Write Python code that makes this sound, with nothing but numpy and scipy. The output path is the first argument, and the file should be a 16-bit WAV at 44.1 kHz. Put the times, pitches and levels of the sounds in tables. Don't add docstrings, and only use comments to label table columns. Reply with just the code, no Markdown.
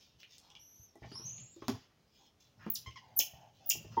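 import sys
import numpy as np
from scipy import signal
from scipy.fft import rfft, irfft
from scipy.io import wavfile

SR = 44100
rng = np.random.default_rng(int(sys.argv[2]) if len(sys.argv) > 2 else 0)


def pcm_store(signal):
    levels = np.round(np.clip(np.atleast_2d(signal), -1, 1) * 32767)
    wavfile.write(sys.argv[1], SR, levels.astype(np.int16).T)


N = 176400
T = np.arange(N) / SR


def undb(db):
    return 10 ** (np.asarray(db) / 20)


def unit(x):
    return x / np.sqrt(np.mean(x ** 2))


def noise():
    return rng.standard_normal(N)


def decay(t, t60):
    return np.exp(-np.log(1000) * t / t60)


def curve(rows, col=1):
    rows = np.array(rows, float)
    return np.interp(T, np.maximum.accumulate(rows[:, 0]), rows[:, col])


def gain_at(hz, points):
    points = np.array(points, float)
    return undb(np.interp(np.log(hz + 1), np.log(points[:, 0]), points[:, 1]))


def colour(x, points):
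    cepstrum = irfft(np.log(gain_at(np.fft.rfftfreq(2 * N, 1 / SR), points)))
    cepstrum[1:N] *= 2
    cepstrum[N + 1:] = 0
    return irfft(rfft(x, 2 * N) * np.exp(rfft(cepstrum)))[:N]


def wander(rate_hz):
    return np.interp(T * rate_hz, np.arange(N), noise())


def add(out, at_s, x):
    i = int(np.clip(at_s * SR, 0, N - 1))
    out[i:i + len(x)] += x[:N - i]


def gate(start, end, edge_s):
    return np.clip(np.minimum(T - start, end - T) / edge_s, 0, 1)


def bursts(hits, points, t60):
    out, t = np.zeros(N), T[:N // 10]
    for at, db in hits:
        add(out, at, undb(db) * rng.standard_normal(len(t)) * decay(t, t60))
    return colour(out, points) / np.std(colour(noise(), points))


def ring(modes, attack_s):
    t = T[:N // 10]
    ringing = sum(undb(db) * np.sin(2 * np.pi * hz * t) * decay(t, t60) for hz, db, t60 in modes)
    return (1 - np.exp(-t / attack_s)) * ringing


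def patchy(lo_hz, hi_hz, swell_db, rate_hz, edge_count):
    spectrum, hz = rfft(noise()), np.fft.rfftfreq(N, 1 / SR)
    edges = np.geomspace(lo_hz, hi_hz, edge_count)
    bands = (irfft(spectrum * ((hz >= lo) & (hz < hi)), N) for lo, hi in zip(edges, edges[1:]))
    return unit(sum(band * undb(swell_db * np.tanh(wander(rate_hz))) for band in bands))


def whistle(hz, overtone_db):
    phase = 2 * np.pi * np.cumsum(hz) / SR
    return np.sqrt(2) * (np.sin(phase) + undb(overtone_db) * (2 * hz < SR / 2) * np.sin(2 * phase))


# (frequency [Hz], relative level [dB])
AIR_SPECTRUM = [(25, -6.5), (90, 2), (450, -8.5), (800, -13), (1600, -19), (3200, -20), (6500, -23.5),
                (8200, -33.5), (15500, -31.5)]
def air(level_db=-72):
    return unit(colour(noise(), AIR_SPECTRUM)) * undb(level_db + 0.4 * wander(18))


# (time [s], length [s], start pitch [Hz], end pitch [Hz], level [dB])
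FAR_HOOTS = [(2.187, 0.035, 785, 863, -68), (2.991, 0.29, 906, 725, -63.5),
             (3.346, 0.1145, 825, 756, -60.5), (3.593, 0.11, 766, 694, -62.5)]
def far_hoots(echo_t60=0.3, jitter=0.13):
    hoots, blur = np.zeros(N), 1 + jitter * wander(250)
    for at, length, hz0, hz1, db in FAR_HOOTS:
        hz = curve([(at, hz0), (at + length, hz1)]) * blur
        hoots += whistle(hz, overtone_db=-19) * undb(db) * gate(at, at + length, 0.0052)
    echoes = noise() * decay(T, echo_t60)
    return signal.fftconvolve(hoots, echoes / np.linalg.norm(echoes))[:N]


# (frequency [Hz], early level [dB], late level [dB])
YARD_REFLECTIONS = [(240, -12, -37), (980, -4.5, -22.5), (1860, -4.5, -10), (3020, 5, -10),
                    (3900, -2.5, -19), (6700, 0, -24.5), (8350, -10.5, -38.5), (10800, 1, -38.5),
                    (14500, -6.5, -39.5)]
def yard(x, wall_delay_s=0.0178, wall_db=-8.5, early_t60=0.22, late_t60=0.8):
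    wall_echo = undb(wall_db) * np.interp(T - wall_delay_s, T, x, left=0)
    response, onset = np.zeros(N), np.clip((T - 0.002) / 0.0051, 0, 1)
    for col, t60 in enumerate((early_t60, late_t60), 1):
        tail = noise() * np.exp(0.5 * np.tanh(wander(500))) * decay(T, t60) * onset
        response += colour(tail / np.linalg.norm(tail), [(row[0], row[col]) for row in YARD_REFLECTIONS])
    return x + wall_echo + signal.fftconvolve(x, response)[:N]


# (time [s], length [s], centre [Hz], level [dB])
SLIDES = [(0.387, 0.24, 830, -71.5), (1.024, 0.03, 1820, -59), (1.172, 0.071, 1020, -64),
          (1.197, 0.33, 2630, -73.5), (2.586, 0.1, 1440, -60), (3.911, 0.054, 1250, -66)]
def scrapes(skirt_db=-18):
    out, grit = np.zeros(N), patchy(500, 6000, swell_db=5, rate_hz=30, edge_count=44)
    for at, length, hz, db in SLIDES:
        band = [(hz / 2, skirt_db), (hz, 0), (hz * 2, skirt_db), (hz * 4, 2 * skirt_db)]
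        out += unit(colour(grit, band)) * undb(db) * gate(at, at + length, length / 3)
    return out


# (time [s], relative level [dB])
DRAG_LEVEL = [(.99, -97), (1.04, -54), (1.3, -56.5), (1.45, -61), (1.55, -80), (1.75, -46.5),
              (1.85, -102.5), (2.55, -75), (2.6, -57), (2.72, -64), (3.7, -70), (3.8, -53), (4, -54)]
# (frequency [Hz], relative level [dB])
DRAG_SPECTRUM = [(40, -24), (90, 2.5), (120, 7), (160, 2.5), (330, -17), (550, -16), (1050, -18),
                 (2000, -41), (6000, -53)]
def drag(table_hz=131, table_t60=0.04, judder_db=3, gain_db=-5):
    rubbing = patchy(40, 6000, swell_db=8.5, rate_hz=28, edge_count=36)
    rasp = undb(0.5) * unit(colour(rubbing, DRAG_SPECTRUM))
    table_mode = ring([(table_hz, 0, table_t60)], attack_s=0.0052)
    hum = unit(signal.fftconvolve(noise(), table_mode)[:N])
    return (rasp + hum) * undb(curve(DRAG_LEVEL) + gain_db + judder_db * wander(24.59))


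# (time [s], relative level [dB])
SCRATCH_LEVEL = [(0, -56.5), (.18, -80), (.2, -53), (.26, -87), (.32, -55), (.40, -73.5), (.45, -61.5),
                 (.6, -77), (.98, -79), (1.1, -59), (1.52, -74.5), (1.66, -59), (1.82, -63), (1.9, -89),
                 (2.125, -75.5), (2.145, -63.5), (2.27, -67), (2.32, -87), (2.395, -88), (2.405, -60),
                 (2.56, -84), (2.62, -66), (2.72, -64.5), (3.5, -83), (3.58, -67.5), (3.85, -65),
                 (3.93, -61)]
# (frequency [Hz], relative level [dB])
SCRATCH_SPECTRUM = [(400, -28.5), (1500, -9.5), (2900, 3), (5600, 6.5), (6600, 0), (8000, -17),
                    (12000, -25.5), (15500, -3.5)]
# (time [s], relative level [dB], centre [Hz])
CLAW_TICKS = [(0.2315, -40, 2900), (0.382, -44, 6100), (1.117, -44.5, 1900), (0.502, -48.5, 4230),
              (0.552, -44.5, 3300), (0.955, -57, 7700), (1.156, -48, 1227), (1.381, -43.5, 3300),
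              (2.909, -45.5, 2880), (2.982, -58, 4670)]
def claws(grain=0.7, flicker_db=2, gain_db=-6.5):
    grit = patchy(400, 16000, swell_db=9, rate_hz=18, edge_count=72)
    grit *= np.exp(grain * np.tanh(wander(500)))
    level_db = curve(SCRATCH_LEVEL) + flicker_db * np.tanh(wander(40))
    out = unit(colour(grit, SCRATCH_SPECTRUM)) * undb(level_db)
    for at, db, hz in CLAW_TICKS:
        band = [(hz / 2.3, -24), (hz / 1.39, 0), (hz * 0.86, 0), (hz * 2, -13), (hz * 2.4, -32)]
        out += bursts([(at, db)], band, t60=0.019)
    return undb(gain_db) * out


# (time [s], thud level [dB], body level [dB], tap level [dB])
PAW_FALLS = [(.148, -65, -72, -84), (0.795, -58.5, -82, -72), (.955, -82, -51, -49),
             (1.019, -50.5, -50, -50), (1.042, -69, -53, -42), (1.116, -66, -44, -52.5),
             (1.197, -69, -49, -62), (1.623, -57, -42, -69), (1.753, -65, -52, -47),
             (2.871, -46, -55.5, -57.5), (3.192, -63.5, -46, -39.5), (3.335, -55.5, -86, -49),
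             (3.751, -61.5, -47, -46.5), (3.846, -53.5, -47.5, -52), (3.973, -51.5, -29.5, -51)]
# (frequency [Hz], relative level [dB], t60 [s])
STEP_THUD = [(78, 4, 0.25), (115, 8, 0.073)]
TABLE_BODY = [(256, -3, 0.08), (344.6, 2.5, 0.062), (412, 0, 0.055)]
TABLE_TAP = [(679.4, 1, 0.043), (824, 4.5, 0.027), (1075, -8, 0.026), (1840, -10, 0.045)]
def paws(detune=0.04):
    out = np.zeros(N)
    for at, *levels in PAW_FALLS:
        modes = [(hz * (1 + detune * rng.standard_normal()), db + level_db, t60)
                 for part, level_db in zip((STEP_THUD, TABLE_BODY, TABLE_TAP), levels)
                 for hz, db, t60 in part]
        add(out, at, ring(modes, attack_s=0.0033))
    return out


# (time [s], lowest mode [Hz], ring level [dB], clatter level [dB], crack level [dB])
HARD_KNOCKS = [(1.563, 340, -43, -65, -68), (1.621, 334, -40.5, -43.5, -79),
               (1.6823, 241, -22.5, -30, -34.5), (1.6906, 253.8, -22, -47, -65),
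               (2.665, 214.5, -30.5, -40, -67.5)]
# (frequency ratio, relative level [dB], t60 [s])
KNOCK_RING = [(1, 4.5, 0.056), (1.598, -13.5, 0.09), (2.9, -27, 0.06)]
# (frequency [Hz], relative level [dB])
CLATTER_SPECTRUM = [(100, -5), (300, 6.5), (600, -2.5), (900, -2.5), (1550, -9.5), (2200, -15), (5000, -41),
                    (16000, -49)]
CRACK_SPECTRUM = [(300, 3), (1800, -2), (3000, -3), (4700, 4), (6300, 0), (8000, -10), (12500, -10),
                  (16000, -3)]
def knocks(snap_gain_db=22):
    clatter = bursts([(at, db) for at, _, _, db, _ in HARD_KNOCKS], CLATTER_SPECTRUM, t60=0.065)
    crack = bursts([(at, db) for at, *_, db in HARD_KNOCKS], CRACK_SPECTRUM, t60=0.012)
    snaps, rings = np.zeros(N), np.zeros(N)
    for at, hz, ring_db, _, crack_db in HARD_KNOCKS:
        add(snaps, at, undb([crack_db + snap_gain_db]))
        modes = [(hz * ratio, db, t60) for ratio, db, t60 in KNOCK_RING]
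        add(rings, at, undb(ring_db) * ring(modes, attack_s=0.0057))
    return colour(snaps, CRACK_SPECTRUM) + crack + clatter + rings


# (time [s], level [dB])
BRICK_HITS = [(3.969, -26.5), (3.9765, -19.5)]
# (frequency [Hz], relative level [dB], t60 [s])
BRICK_RING = [(922, 0.5, 0.08), (1955, -28.5, 0.046), (3234, -40, 0.24)]
def brick_landing():
    out = np.zeros(N)
    for at, db in BRICK_HITS:
        add(out, at, undb(db) * ring(BRICK_RING, attack_s=0.0017))
    return out


# (time [s], length [s], start pitch [Hz], end pitch [Hz], level [dB])
EK_NOTES = [(2.861, 0.022, 1056, 1027, -50), (2.958, 0.021, 1132, 926, -51.5)]
# (frequency [Hz], relative level [dB])
THROAT_SPECTRUM = [(900, 2), (2100, 2), (3100, -2.5), (4200, -12.5), (5900, -4.5), (7200, -17.5),
                   (10000, -67)]
def eks(jitter=0.028):
    out, shake = np.zeros(N), 1 + jitter * wander(900)
    for at, length, hz0, hz1, db in EK_NOTES:
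        hz = curve([(at, hz0), (at + length, hz1)]) * shake
        phase = 2 * np.pi * np.cumsum(hz) / SR
        voice = sum(gain_at(k * hz0, THROAT_SPECTRUM) * np.sin(k * phase) for k in range(1, 9))
        out += unit(voice) * undb(db) * gate(at, at + length, 0.001)
    return out


# (time [s], centre pitch [Hz], level [dB], relative overtone level [dB])
FIRST_TRILL = [(.592, 5710, -60.5, -15), (.64, 5920, -64, -7.5), (.80, 6085, -66.5, -6.5),
               (.84, 6200, -59.5, -8), (.875, 5990, -81.5, -9), (.90, 5650, -63, -34)]
SECOND_TRILL = [(1.114, 4600, -55, -32), (1.145, 4970, -58.5, -9), (1.156, 5264, -47, -20),
                (1.235, 5770, -55.5, -19.5), (1.26, 6210, -45, -27), (1.33, 6450, -50.5, -29),
                (1.44, 6980, -58, -52), (1.485, 7020, -65, -44), (1.515, 7260, -65, -39),
                (1.55, 7300, -63, -32)]
def trill(rows, crest_s, rate_hz, depth_hz, slowing_hz_per_s=18, jitter=0.009, uneven=0.2):
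    t, centre_hz = T - crest_s, curve(rows)
    swing = np.cos(2 * np.pi * (rate_hz * t - slowing_hz_per_s * t ** 2 / 2))
    swing *= 1 + uneven * np.tanh(wander(30))
    widening = (centre_hz / centre_hz.mean()) ** 1.37
    hz = (centre_hz + depth_hz * swing * widening) * (1 + jitter * wander(700))
    envelope = undb(curve(rows, col=2)) * gate(rows[0][0], rows[-1][0], 0.0046)
    return whistle(hz, curve(rows, col=3)) * envelope


# (time into call [ms], pitch [Hz], relative level [dB])
FIRST_TSIK = [(2, 15900, -54), (5.5, 15550, -22), (7.8, 15400, -12), (9, 13500, -44), (11.5, 11500, -38),
              (14, 12000, -66), (39, 14500, -62), (42.5, 14600, -30), (46, 13500, -44), (54.5, 7400, -42),
              (60, 5000, -32), (66, 2700, -46)]
SECOND_TSIK = [(0, 13900, -46), (6, 14250, -30), (14, 14300, -26), (21, 12700, -31), (26.5, 9200, -37),
               (28.5, 7650, -30), (31, 6400, -20), (35, 4800, -30), (38.5, 3800, -36), (41, 3050, -32),
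               (47, 2300, -42)]
THIRD_TSIK = [(0, 15300, -54), (3.5, 15400, -41), (30, 15800, -62), (32.5, 15600, -29), (34.5, 15100, -22),
              (37, 11000, -45), (41, 6900, -29), (44, 5600, -29), (46.5, 4000, -42), (49, 3000, -37),
              (53.5, 2250, -43)]
def tsik(shape, start_s, gain_db, shrill_db, shrill_hz=15300, width_hz=600, shake_hz=230, rough=0.66):
    rows = [(start_s + ms / 1000, hz, db) for ms, hz, db in shape]
    hz = curve(rows) + shake_hz * wander(1500)
    lift_db = shrill_db / (1 + ((2 * hz - shrill_hz) / width_hz) ** 2)
    tone = whistle(hz, overtone_db=lift_db - 11) * (1 + rough * wander(1200))
    return tone * undb(curve(rows, col=2) + gain_db) * gate(rows[0][0], rows[-1][0], 0.00048)


def scene(trill_send=0.75):
    trills = (trill(FIRST_TRILL, crest_s=0.607, rate_hz=32.4, depth_hz=200)
              + trill(SECOND_TRILL, crest_s=1.162, rate_hz=30.8, depth_hz=311))
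    tsiks = (tsik(FIRST_TSIK, start_s=2.6965, gain_db=-4, shrill_db=10.5)
             + tsik(SECOND_TSIK, start_s=3.1615, gain_db=-3.5, shrill_db=36)
             + tsik(THIRD_TSIK, start_s=3.6595, gain_db=1, shrill_db=23))
    near = tsiks + eks() + knocks() + brick_landing() + paws() + claws() + drag() + scrapes()
    foreground = yard(near + trill_send * trills) + (1 - trill_send) * trills
    return (foreground + far_hoots() + air())[None]


def record(dry):
    low_cut = signal.butter(2, 46, "high", fs=SR, output="sos")
    high_cut = signal.ellip(10, 0.2, 70, 15850, fs=SR, output="sos")
    return signal.sosfilt(high_cut, signal.sosfilt(low_cut, dry))


dry = scene()
out = record(dry)
pcm_store(out)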